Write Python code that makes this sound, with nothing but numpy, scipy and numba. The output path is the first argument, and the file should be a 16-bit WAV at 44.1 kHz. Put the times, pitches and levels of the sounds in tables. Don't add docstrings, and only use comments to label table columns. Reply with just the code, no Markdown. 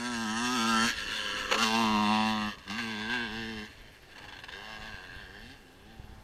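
import sys
import numpy as np
from scipy import signal
from scipy.fft import rfft, irfft, next_fast_len
from scipy.io import wavfile
from scipy.ndimage import uniform_filter1d
from numba import njit

SR = 44100
rng = np.random.default_rng(int(sys.argv[2]) if len(sys.argv) > 2 else 0)


def linear_from_db(decibels):
    return 10 ** (np.asarray(decibels, float) / 20)


def unload_wav(signal):
    wavfile.write(
        sys.argv[1],
        SR,
        np.round(np.clip(np.atleast_2d(signal).T, -1, 1) * 32767).astype(np.int16),
    )


N = 274743

# (frequency [Hz], level [dB per Hz])
FIELD_SPECTRUM = [(47, -29), (80, 9.5), (168, -3), (347, 1.5), (503, -2), (1380, -7), (1640, -4),
                  (2140, -8.5), (2900, -10.5), (3860, -15), (11300, -25.5), (15000, -52)]
FIELD_DB, HISS_DB = -58, -73.5
# (time [s], level [dB])
WIND = [(0, -61), (.99, -54.5), (1.87, -56.5), (3.09, -59), (3.42, -53), (4, -62), (4.6, -59), (5.05, -55),
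        (5.74, -60.5), (6.23, -53.5)]
# (time [s], peak [dB], pitch [Hz])
THUMPS = [(4.939, -36, 82.1), (5.032, -58, 78.5), (5.16, -39, 80), (5.235, -42, 80.3), (5.29, -43, 81.1),
          (5.358, -51, 77.5), (5.46, -45, 82), (5.889, -52, 79.7), (5.993, -34.5, 83.9), (6.039, -39, 80.6),
          (6.09, -40, 80.2), (6.123, -41, 80.6), (6.178, -43.5, 80.1)]
# (time [s], peak [dB], length [s])
CHIRPS = [(3.7164, -65, 0.033), (3.808, -62, 0.026), (3.915, -65, 0.047), (4.019, -63, 0.029),
          (4.107, -66, 0.03), (4.204, -67, 0.024), (4.391, -62, 0.031), (4.5144, -76, 0.031),
          (4.5624, -67, 0.03), (4.6126, -62, 0.022), (4.7289, -67, 0.033), (5.0192, -65, 0.027),
          (5.0473, -73, 0.026), (5.1494, -62, 0.025), (5.3854, -63, 0.025), (5.41, -62, 0.023),
          (5.445, -64, 0.025), (5.255, -68, 0.026), (5.955, -66, 0.027), (5.512, -63, 0.019),
          (5.6214, -70, 0.027), (5.714, -65, 0.03), (5.8119, -67, 0.026), (5.922, -63, 0.023),
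          (6.045, -63, 0.027), (6.1137, -66, 0.027), (6.212, -66, 0.028)]

# (time [s], firing rate [Hz], level as heard [dB], aim of the tail pipe at the microphone [dB])
PULL_IN = [(0, 119.6, -43, -3), (.085, 123.5, -42.5, -1.5), (.175, 114, -42.5, -1), (.225, 113.4, -43, 2),
           (.265, 105.8, -42.5, 1), (.35, 111.9, -41.5, 2.5), (.43, 123.4, -38.5, 1),
           (.5, 124.6, -36.5, -1), (.545, 128.1, -36.5, -2.5)]
BEND = [(.59, 113.3, -36, -3), (0.649, 112.4, -36, -1.5), (0.676, 114.8, -34.5, -5),
        (0.726, 112.4, -36, -1), (0.805, 111.1, -35, -0.5), (.85, 118.9, -32.5, 1.5),
        (0.891, 117.8, -33, 0)]
COAST_BY = [(0.939, 109.4, -38, -1.3), (1.092, 100.4, -38, -0.23), (1.141, 108.4, -36, -1.2),
            (1.28, 102.4, -37.5, 0.0088), (1.399, 102.8, -38.5, -0.012), (1.49, 101.6, -41.5, 0.67),
            (1.54, 108.1, -32.5, 0.12)]
PULL_OUT = [(1.579, 109, -34, 1.8), (1.628, 118.3, -33.5, 4.3), (1.65, 109.6, -32, 0.5),
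            (1.7, 111, -33.5, 0.5), (1.754, 113.2, -32.5, 4.04), (1.804, 115.2, -33.5, 5.36),
            (1.869, 108, -35.5, 5.4), (1.925, 107.8, -36.5, 6.2), (1.971, 103.3, -36.5, 7)]
PULL_AWAY = [(2.01, 106, -37, 7.8), (2.064, 103.2, -36, 4.2), (2.1, 107.4, -35.5, 7.2),
             (2.179, 107.9, -36, 5.7), (2.289, 109.3, -36.5, 3), (2.361, 107.3, -38.5, 3.1),
             (2.476, 105, -39.5, 1.12), (2.511, 100.7, -42, 1.1)]
LIFT = [(2.56, 95.83, -51.5, 4.5), (2.65, 93.86, -48, -5)]
PULL_UP = [(2.711, 99.55, -45, 2), (2.785, 121.3, -42.5, -4), (2.845, 113, -40.5, -1.5),
           (2.904, 111.4, -41, -2.5), (2.965, 103.6, -43, -2), (2.998, 106.8, -41.5, -1.5),
           (3.05, 108.7, -43, -3.5), (3.14, 126.5, -42, -3.5), (3.186, 118.9, -41.5, -4)]
CLIMB = [(3.235, 117.1, -41, -4), (3.283, 103.6, -44.5, -2.5), (3.33, 110.4, -43, -3),
         (3.4, 114.9, -43, -3), (3.45, 110.8, -44.5, -4), (3.49, 113.1, -44.5, -3),
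         (3.6, 105.2, -46.5, -0.5), (3.651, 107.6, -46.5, -2)]
COAST_FAR = [(3.699, 113.8, -57, 2), (4.078, 102.5, -64, -7), (4.17, 102, -50, 0.5), (4.441, 87.4, -51, -1),
             (4.51, 85.95, -49.5, -0.5), (4.555, 97.3, -48, -1)]
PULL_FAR = [(4.619, 104.4, -49, 0), (4.7, 110.9, -47.5, 0.5), (4.8, 106.3, -48, -2),
            (4.87, 111.2, -48.5, -2), (4.9, 108.4, -49, -4), (4.975, 91.4, -52, -4),
            (5.039, 93.7, -50.5, -4.5), (5.1, 84.2, -54.5, -5.5)]
RISE = [(5.2, 103.4, -52, -4), (5.27, 90.5, -56.5, -4), (5.401, 107.3, -55, -4), (5.475, 125.7, -52.5, -10),
        (5.545, 142.6, -57, -2)]
FADE = [(5.631, 88.7, -67, 2.9), (5.69, 84.2, -67, 4.3), (5.83, 100, -68, 4.3), (5.9, 112.5, -62.5, 4.9),
        (5.981, 110.9, -64.5, 5.3), (6.048, 101.9, -66, 3.6), (6.111, 111.8, -65.5, 4),
        (6.23, 106.7, -71, 6.9)]
# (opens [s], shuts [s], boom [dB], growl against the level [dB], growl centre [Hz])
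THROTTLE = [
    (-.1, 0.885, 4, -8.5, 350),
    (1.585, 2.508, 2.5, -7.5, 378),
    (2.667, 3.655, 2, -5.5, 402),
    (4.53, 5.569, -7.5, -10, 423.8),
    (5.604, 6.403, 4.5, 2, 382.4),
]
# (from [s], to [s])
MISFIRING = [
    (1.512, 1.575),
    (2.56, 2.695),
    (4.14, 4.52),
]
# (time [s], peak [dB], length [s])
STUTTERS = [(1.511, -18.5, 0.0099), (1.5205, -17, 0.01), (1.539, -18.5, 0.0083), (1.548, -22.5, 0.012),
            (1.577, -31, 0.02), (1.607, -32, 0.021), (1.626, -22.5, 0.013), (1.638, -18, 0.0041),
            (2.582, -38.5, 0.015), (2.721, -42, 0.0064), (2.79, -43, 0.017), (4.222, -46, 0.016),
            (4.252, -47, 0.0096), (4.335, -43, 0.014), (4.365, -41, 0.0096), (4.446, -48, 0.0084),
            (4.496, -42, 0.0087), (4.519, -42, 0.0082), (2.676, -36, 0.013), (2.697, -31.5, 0.013),
            (2.706, -38, 0.047), (2.7796, -32.5, 0.027), (3.095, -34, 0.07), (3.133, -32.5, 0.021),
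            (4.153, -44, 0.02), (4.18, -36, 0.011), (4.24, -40, 0.012), (4.2815, -40, 0.019),
            (4.3235, -38, 0.01), (4.352, -50, 0.018), (4.388, -38, 0.014), (4.4365, -34, 0.011),
            (4.483, -34, 0.011), (4.518, -64, 0.052)]
CRACKS_S = [1.513, 2.678, 2.698, 4.323, 4.4354, 4.4831, 4.5198]

# (time [s], centre [Hz])
BEARING = [(0, 940), (.4, 972), (.76, 940), (1.56, 1147), (1.64, 1210), (1.7, 861), (1.82, 942), (1.9, 994),
           (2.1, 937), (2.3, 932.4), (2.42, 1118), (2.8, 1064), (2.9, 925.6), (3.2, 940), (4.5, 946.5),
           (4.7, 930), (5.1, 976), (5.6, 890.3), (5.9, 777), (6.23, 768.4)]
# (time [s], centre [Hz], level against the bark [dB])
HONK = [(0, 1375, 5.5), (.25, 1284, 3), (.45, 1230, 2), (.58, 1278, 10.5), (.76, 1300, 15.5),
        (.86, 1339, 10), (.94, 1360, 3), (1.5, 1307, 0.5), (1.63, 1375, 1.5), (1.7, 1300, -53),
        (6.23, 1297, -59)]
# (time [s], boom [dB], growl [dB], bark [dB])
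LIE = [(0, 0.5, 1.5, 1), (.25, 3, 5.5, 0.5), (.5, -2, 3.5, 0.5), (.75, 1, -1.5, 0.5), (.88, 1.5, -3, -7.5),
       (.93, -2, -1, -9), (1.2, 2, 1, -4), (1.5, 6.5, 3, 2), (1.7, -2.5, 2.5, 0), (1.95, 3, 5, 1),
       (2.2, 1.5, -4.5, 2), (2.45, 1.5, -8, -0.5), (2.68, -1, 2, -2), (2.71, 4, -3, 1), (2.77, 1, -5, 2),
       (2.805, 0.5, -6, 4), (2.825, -1, -2.5, -4), (3.1, 0.5, 0.5, 1), (3.3, -2, 0.5, 0),
       (3.5, 1.5, 4.5, -4), (3.7, 1, 5, -2), (3.8, -2, -3, -1), (4.1, -3, -10, -6), (4.25, 2, 3, 4),
       (4.45, -6, 2, -3), (4.58, -7, 7, -3), (4.68, -4, -7, -1), (4.9, 3, -4, 1), (5.0, -6.5, 0, 0.5),
       (5.2, 1.5, 0, -0.5), (5.35, 2.5, 7, -1), (5.47, 8, -5, 0), (5.56, 8, 2, 0), (5.66, 0, -1, -5),
       (5.78, -5, 5, -5), (5.92, -2.5, 0, -4), (6.23, 1.5, -5, 3)]
# (from [s], to [s], swing [s], boom [dB], growl shift [Hz])
SIDE_ON = (.8, 1.73, .1, -4.5, 90)
# (from [s], to [s], swing [s], level [dB])
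CHOKED = (2.5, 2.815, .04, -8)
# (time [s], depth [0-1])
GROUND = [(0, 0), (.45, 0.98), (.6, 0.23), (.8, 0), (.88, 0.02), (1.55, 0), (1.62, 1), (1.85, 0.8),
          (2.1, 0.73), (2.5, 0), (2.75, 0.7), (3.7, 1), (4.4, 0.37), (6.23, 0.31)]
# (from [s], centre [Hz], width [Hz], depth [0-1])
FAR_DIP = (3.35, 975, 110, .7)

# (centre [Hz], width [Hz], level [dB])
SHOULDER = [(1834, 260, 0.5), (2245, 240, -2.5)]
# (centre [Hz], width [Hz], level [dB])
CASE_MIDDLE = [(2737, 136, 9), (3072, 117, 7), (3480, 152, 4)]
# (centre [Hz], width [Hz], level [dB])
CASE_UPPER = [(3810, 200, -10), (4296, 123, 6), (4590, 178, 0.5), (5240, 244, -1.5), (5370, 73, -11.5)]
# (centre [Hz], width [Hz], level [dB])
CASE_TOP = [(5530, 930, 3.5), (6870, 500, 0.5), (7470, 470, -4.5), (9200, 2000, -6.5)]
SHOULDER_DB, CASE_UPPER_DB = -8.5, -7.5
# (time [s], first ring [Hz], its level [dB], shoulder [dB], fizz [dB])
INCIDENCE = [(0, 1700, 2, 2, 0.5), (.2, 1645, 2.5, 1, 2.5), (.4, 1680, 3.5, -2.5, 3.5),
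             (.6, 1678, -6, 1, 1), (.7, 1640, -1.5, 1, 1), (.8, 1640, 6.5, -2, 2.5),
             (.86, 1666, -1, 2, 2.5), (.9, 1666, 2.5, 5, 5.5), (.93, 1717, -1, -2, -2),
             (1.2, 1640, -2, 0.5, -0.5), (1.5, 1657, 1, 4, 3.5), (1.65, 1645, -6, 2.5, 3.5),
             (1.75, 1570, 1.5, -0.5, 2), (1.85, 1698, -10, 2, 1.5), (2.0, 1776, 2.5, 0.5, 1),
             (2.2, 1753, 6, 0.5, 1.5), (2.45, 1779, 4.5, -5, 0.5), (2.65, 1640, 0, 3.5, 5),
             (2.9, 1630, -4.5, 5, 2), (3.15, 1623, 2, 3.5, -2), (3.35, 1654, -3.5, 1.5, 0.5),
             (3.65, 1654, 0.5, 6.5, 4), (4.1, 1664, 4, 5, 5.5), (4.5, 1641, 6, 4.5, 0),
             (4.8, 1654, 0.5, 3, 3.5), (5.1, 1655, -1, -1, 0), (5.5, 1659, 2, 2, 5.5),
             (5.7, 1660, 8, -6, -1), (6.23, 1690, 1, -3, -3)]
# (time [s], middle [dB], upper [dB], air above them [dB])
SLANT = [(0, -3.5, 3, 0), (.2, -2, 3.5, -2), (.4, -0.5, 0, -4), (.6, -1.5, 1, -1), (.8, -0.5, 4, -2.5),
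         (.88, -1.5, 3.5, 0), (.93, -4, 1, 2), (1.2, 0, -1, 0), (1.5, -1, -0.5, -1.5),
         (1.65, -1, 3.5, -0.5), (1.8, -1.5, -0.5, 0), (2.0, -1, -1, 0), (2.2, 0.5, 0.5, -1),
         (2.45, -2.5, -2.5, 3), (2.7, -1.5, 1, 0), (2.9, -2, -1, 1), (3.15, 0, -2.5, -2),
         (3.35, -1, -0.5, 1), (3.65, -2, 1.5, 2), (4.1, -1, 1, -2), (4.5, -0.5, -1, 0), (4.75, -2, 0, 1),
         (5.1, -1, 0, 2), (5.5, -2.5, 2.5, -2), (5.7, 0.5, 0, 0), (6.23, -1.5, 2, 0)]

PASSES_S, STRAIGHT_S, HIDDEN_S, CLEAR_S = 1.64, 2.484, 4.3, 5.85
TURN_S, SWING_S, CLEARING_S, BUILD_S = 0.9, 0.033, 0.033, .06
SHUT_BOOM_DB, SHUT_GROWL_DB, SHUT_BARK_DB, SHUT_GROWL_HZ = -16.5, -14, -7, 445
BOOM_PER_AIM, GROWL_PER_AIM, SHUT_GROWL_PER_AIM = 0.24, -0.42, 4.4
OPEN_ROUGH, SHUT_ROUGH, FAR_ROUGH = .24, .93, .24
THUD_DB, THUD_FAR_DB = -19.5, 7
OVERRUN_HZ, OVERRUN_DB, CLATTER_DB, CLATTER_FAR_DB = 505, 2.5, -11, 5.5
HUMS_S = 1.2
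SMEAR_S, TIGHT_S, BARK_LAG_S = .007, -.0022, .0021
RING_DB, RING_PER_AIM, RING_BACK_DB, RING_SHUT_DB = -2.5, -2.1, -3, -0.5
FIZZ_DB, FIZZ_SHUT_DB, FIZZ_BACK_DB = -5, -5, -12
COUGH_DB, COUGH_FAR_DB, LOW_COUGH_FAR_DB = -1.5, 3, -12


def level(x, db):
    return x * linear_from_db(db) / np.sqrt(np.mean(x ** 2))


def even(x):
    return x / np.sqrt(uniform_filter1d(x ** 2, SR // 16))


def curves(table):
    s, *columns = np.transpose(table)
    return [np.interp(np.arange(N) / SR, s, c) for c in columns]


def step(at_s, width_s):
    return .5 + .5 * np.tanh((np.arange(N) / SR - at_s) / width_s * 2)


def walk(rate):
    k = int(SR / rate)
    held = np.repeat(rng.standard_normal(N // k + 1), k)
    return 1.603 * uniform_filter1d(uniform_filter1d(held, k), k)[:N]


@njit
def svf(x, hz, width):
    y, b, l = np.empty(len(x)), 0., 0.
    for i in range(len(x)):
        g, k = np.tan(np.pi * hz[i] / SR), width / hz[i]
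        v = (b + g * (x[i] - l)) / (1 + g * (g + k))
        b, l, y[i] = 2 * v - b, l + 2 * g * v, k * v
    return y


def band(x, hz, width_hz, order=1):
    lead = SR // 20
    x = np.pad(x, (lead, 0), "reflect")
    hz = np.pad(hz * np.ones(N), (lead, 0), "edge")
    for _ in range(order):
        x = svf(x, hz, 1. * width_hz)
    return x[lead:]


def bursts(table, rise_s):
    after, out = np.arange(SR // 4) / SR, np.zeros(N + SR)
    for s, db, length in table:
        i = int(s * SR)
        shape = (1 - np.exp(-after / rise_s)) * np.exp(-(after / length) ** 2)
        out[i:i + len(after)] += linear_from_db(db) * shape
    return out[:N]


def field():
    rustle = 0
    hz_points, db_points = np.transpose(FIELD_SPECTRUM)
    for hz in 90 * 2 ** np.arange(0, 7.6, .5):
        db = np.interp(np.log(hz), np.log(hz_points), db_points) + 2 * walk(9)
        rustle = rustle + linear_from_db(db) * band(rng.standard_normal(N), hz, hz / 2, order=2)
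    rumble = band(rng.standard_normal(N), 24, 81, order=2) * linear_from_db(2.2 * walk(21))
    hiss = level(rng.standard_normal(N), HISS_DB)
    return hiss + level(rustle, FIELD_DB) + level(rumble, 2.06) * linear_from_db(curves(WIND)[0])


def grasshopper():
    clicks = rng.standard_normal(N) * linear_from_db(2 * walk(350))
    return level(band(clicks, 11400, 2600, order=2), -8.5) * bursts(CHIRPS, .003)


def thumps():
    t, out = np.arange(int(.08 * SR)) / SR, np.zeros(N + SR)
    for s, db, hz in THUMPS:
        i = int((s + 0.003753) * SR)
        swing = np.sin(2 * np.pi * hz * t * np.exp(-t * 14))
        out[i:i + len(t)] += 2.38 * linear_from_db(db) * swing * np.exp(-t * hz * 3.42)
    return out[:N]


def ride():
    near = PULL_IN + BEND + COAST_BY + PULL_OUT + PULL_AWAY
    far = LIFT + PULL_UP + CLIMB + COAST_FAR + PULL_FAR + RISE + FADE
    return curves(near + far)


def throttle(values, shut, swing_s):
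    out = shut
    for (opens_s, shuts_s, *_), value in zip(THROTTLE, values):
        out = out + (step(opens_s, swing_s) - step(shuts_s, SWING_S)) * (value - shut)
    return out


def opened(swing_s):
    return throttle(np.ones(len(THROTTLE)), 0., swing_s)


def roughness():
    open_rough = OPEN_ROUGH + FAR_ROUGH * step(HIDDEN_S, TURN_S)
    return SHUT_ROUGH + opened(CLEARING_S) * (open_rough - SHUT_ROUGH)


@njit
def fire(hz, stretch, size):
    pulses, phase, held, p, k = np.zeros(len(hz) + 1), np.empty(len(hz)), np.empty(len(hz)), 1., 0
    for i in range(len(hz)):
        advance = hz[i] * stretch[k] / SR
        p += advance
        if p >= 1:
            p, k = p - 1, k + 1
            pulses[i] += p / advance
            pulses[i + 1] += 1 - p / advance
        phase[i], held[i] = p, size[k]
    return pulses[:-1], phase, held


def scatter(x, tail_s, direct):
    t = np.arange(int(5 * tail_s * SR)) / SR
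    turn = np.pi * np.arange(N) / SR * 1.1 + .6 * walk(4)
    paths = rng.standard_normal((2, len(t))) * np.exp(-t / tail_s)
    a, b = (signal.fftconvolve(x, p / np.sqrt(np.sum(p ** 2)))[:N] for p in paths)
    return direct * x + np.cos(turn) * a + np.sin(turn) * b


def smear(x, late_s):
    size = next_fast_len(N + SR // 10)
    hz = np.arange(size // 2 + 1) * SR / size
    lag_s = late_s * np.clip((1250 - hz) / 700, 0, 1)
    turned = np.exp(-2j * np.pi * np.cumsum(lag_s) * SR / size)
    return irfft(rfft(x, size) * turned, size)[:N]


def modes(x, table):
    out = 0
    for k, (hz, width, db) in enumerate(table):
        drift, swell_db = 1 + .008 * walk(9), 1.5 * walk(16)
        out = out + (-1) ** k * linear_from_db(db + swell_db) * band(x, hz * drift, width)
    return even(out)


def load():
    _, heard_db, aim_db = ride()
    _, _, pull_boom_db, pull_growl_db, pull_growl_hz = np.transpose(THROTTLE)
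    on = opened(SWING_S)
    boom_db = heard_db + throttle(pull_boom_db, SHUT_BOOM_DB, BUILD_S) + BOOM_PER_AIM * aim_db
    growl_db = heard_db + throttle(pull_growl_db, SHUT_GROWL_DB, SWING_S)
    growl_db = growl_db + aim_db * (on * GROWL_PER_AIM + (1 - on) * SHUT_GROWL_PER_AIM)
    a, b, swing_s, side_db, shift_hz = SIDE_ON
    side = step(a, swing_s) - step(b, swing_s)
    a, b, swing_s, choked_db = CHOKED
    growl_db = growl_db + choked_db * (step(a, SWING_S) - step(b, swing_s))
    growl_hz = throttle(pull_growl_hz, SHUT_GROWL_HZ, SWING_S) + shift_hz * side * on
    bark_db = heard_db + aim_db + (1 - on) * SHUT_BARK_DB
    return boom_db + side_db * side, growl_db, growl_hz, bark_db, curves(BEARING)[0]


def colour():
    _, heard_db, aim_db = ride()
    back, on = step(PASSES_S, TURN_S), opened(SWING_S)
    aimed_db = RING_PER_AIM * aim_db * on * (1 - step(HIDDEN_S + 1.113, SWING_S))
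    ring_db = RING_DB + back * (RING_BACK_DB + aimed_db) + RING_SHUT_DB * (1 - on)
    fizz_db = FIZZ_DB + FIZZ_BACK_DB * back + FIZZ_SHUT_DB * (1 - on) * (1 - back)
    return heard_db, ring_db, fizz_db


def overrun(pulses, puff):
    hum_db = OVERRUN_DB - 6.3 * (1.5 - step(HUMS_S, 0.075))
    hum = even(band(pulses, OVERRUN_HZ, 100, order=3)) * linear_from_db(hum_db)
    clatter_db = CLATTER_FAR_DB * step(HIDDEN_S - .3, SWING_S) + 4.7 * (2.5 - step(HUMS_S, 0.13))
    return hum + level(band(puff, 274, 140, order=2), CLATTER_DB) * linear_from_db(clatter_db)


def tail_pipe(pulses, size, puff, bark_hz):
    far = step(STRAIGHT_S, SWING_S) - step(CLEAR_S, SWING_S)
    gas = .2 + 1.8 * (1 - opened(CLEARING_S)) + .3 * far
    source = level(scatter(pulses * linear_from_db(.7 * size), .004, 3), 0) + gas * level(puff, 0)
    honk_hz, honk_db = curves(HONK)
    honk = band(source, honk_hz, 120, order=2) * linear_from_db(honk_db)
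    low = .7 * (.2 + .8 * opened(SWING_S) + .6 * step(HIDDEN_S, SWING_S) + 1.5 * step(CLEAR_S, SWING_S))
    bark = band(source, uniform_filter1d(bark_hz, SR // 20), 430, order=3)
    bark = bark + low * band(source, 795, 126, order=2) - 0.21 * band(source, 558, 196, order=2)
    past = step(PASSES_S, SWING_S)
    tight = np.roll(smear(bark, TIGHT_S), int(BARK_LAG_S * SR))
    bark = (1 - past) * smear(bark, SMEAR_S) + past * tight
    bark = bark - .85 * band(bark, 1505, 290)
    far_s, far_hz, far_width_hz, depth = FAR_DIP
    bark = bark - depth * step(far_s, 0.28) * band(bark, far_hz, far_width_hz)
    return even(bark) - honk / np.std(bark)


def pipe(pulses, size, puff):
    boom_db, growl_db, growl_hz, bark_db, bark_hz = load()
    boom_db, growl_db, bark_db = np.array([boom_db, growl_db, bark_db]) + curves(LIE)
    boom = even(band(pulses, 225, 120, order=4))
    thud_db = THUD_DB + THUD_FAR_DB * step(STRAIGHT_S, TURN_S)
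    thud = even(band(pulses, 102, 66, order=3)) * linear_from_db(thud_db)
    boom = (boom + thud) * linear_from_db(boom_db + .5 * size)
    growl = level(pulses, 0) + 1.2 * roughness() ** 3 * level(puff, 0)
    growl = even(band(growl, uniform_filter1d(growl_hz, SR // 10), 200, order=4))
    growl = (growl + overrun(pulses, puff) * (1 - opened(CLEARING_S))) * linear_from_db(growl_db)
    upper = growl + tail_pipe(pulses, size, puff, bark_hz) * linear_from_db(bark_db)
    return boom + upper - curves(GROUND)[0] * band(upper, 567, 320)


def case(gas, puff, ring_db, fizz_db):
    ring_hz, turn_ring_db, shoulder_db, turn_fizz_db = curves(INCIDENCE)
    middle_db, upper_db, air_db = curves(SLANT)
    ring = band(gas, ring_hz, 250, order=3) + 0.97 * band(gas, ring_hz + 95, 148, order=2)
    ring = even(ring) * linear_from_db(ring_db + turn_ring_db)
    hissing = gas + .7 * level(puff, 0)
    air = even(band(hissing, 10540, 6300, order=2)) * linear_from_db(air_db - 13)
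    fizz = (modes(hissing, CASE_TOP) + air) * linear_from_db(fizz_db + turn_fizz_db)
    upper = modes(gas, CASE_UPPER) * linear_from_db(CASE_UPPER_DB + upper_db)
    shoulder = modes(gas, SHOULDER) * linear_from_db(SHOULDER_DB + shoulder_db)
    return ring + shoulder + modes(gas, CASE_MIDDLE) * linear_from_db(middle_db) + upper + fizz


def rasp(pulses, size, puff):
    rasp_db, ring_db, fizz_db = colour()
    rough = roughness()
    cracks = scatter(pulses * linear_from_db(0.51 * size), .006, 0.027)
    gas = np.sqrt(1 - rough) * level(cracks, 0) + np.sqrt(rough) * level(puff, 0)
    gas = gas * linear_from_db(2.85 * walk(24.905))
    for s in CRACKS_S:
        gas[int(s * SR)] += 10 * linear_from_db(-5.5)
    steady = case(gas, puff, ring_db, fizz_db)
    runs = .3 * bursts(STUTTERS, .0018)
    gone = step(STRAIGHT_S, SWING_S)
    cough = level(band(gas + level(puff, -17), 1020, 400, order=2), COUGH_DB)
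    low_cough = level(band(gas, 452, 240, order=2), -4) * linear_from_db(LOW_COUGH_FAR_DB * gone)
    cough = (cough + low_cough) * linear_from_db(COUGH_FAR_DB * gone)
    t = np.arange(N) / SR
    missed = uniform_filter1d(sum(1. * (t > a) * (t < b) for a, b in MISFIRING), SR // 100)
    return steady * (linear_from_db(rasp_db - 8 * missed) + runs) + cough * runs


def bike():
    hz = ride()[0] * (1 + .002 * walk(14))
    chance = rng.standard_normal((N // 100, 2)).T
    pulses, phase, size = fire(hz, 1 + .003 * chance[0], chance[1])
    puff = (.6 + np.exp(-phase / .3)) * rng.standard_normal(N)
    return pipe(pulses, size, puff) + rasp(pulses, size, puff)


def scene():
    return (field() + grasshopper() + thumps() + bike())[None, :]


def roll_off(x):
    return signal.sosfilt(signal.butter(12, 15180, fs=SR, output="sos"), x)


def record(dry):
    return roll_off(dry)


dry = scene()
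out = record(dry)
unload_wav(out)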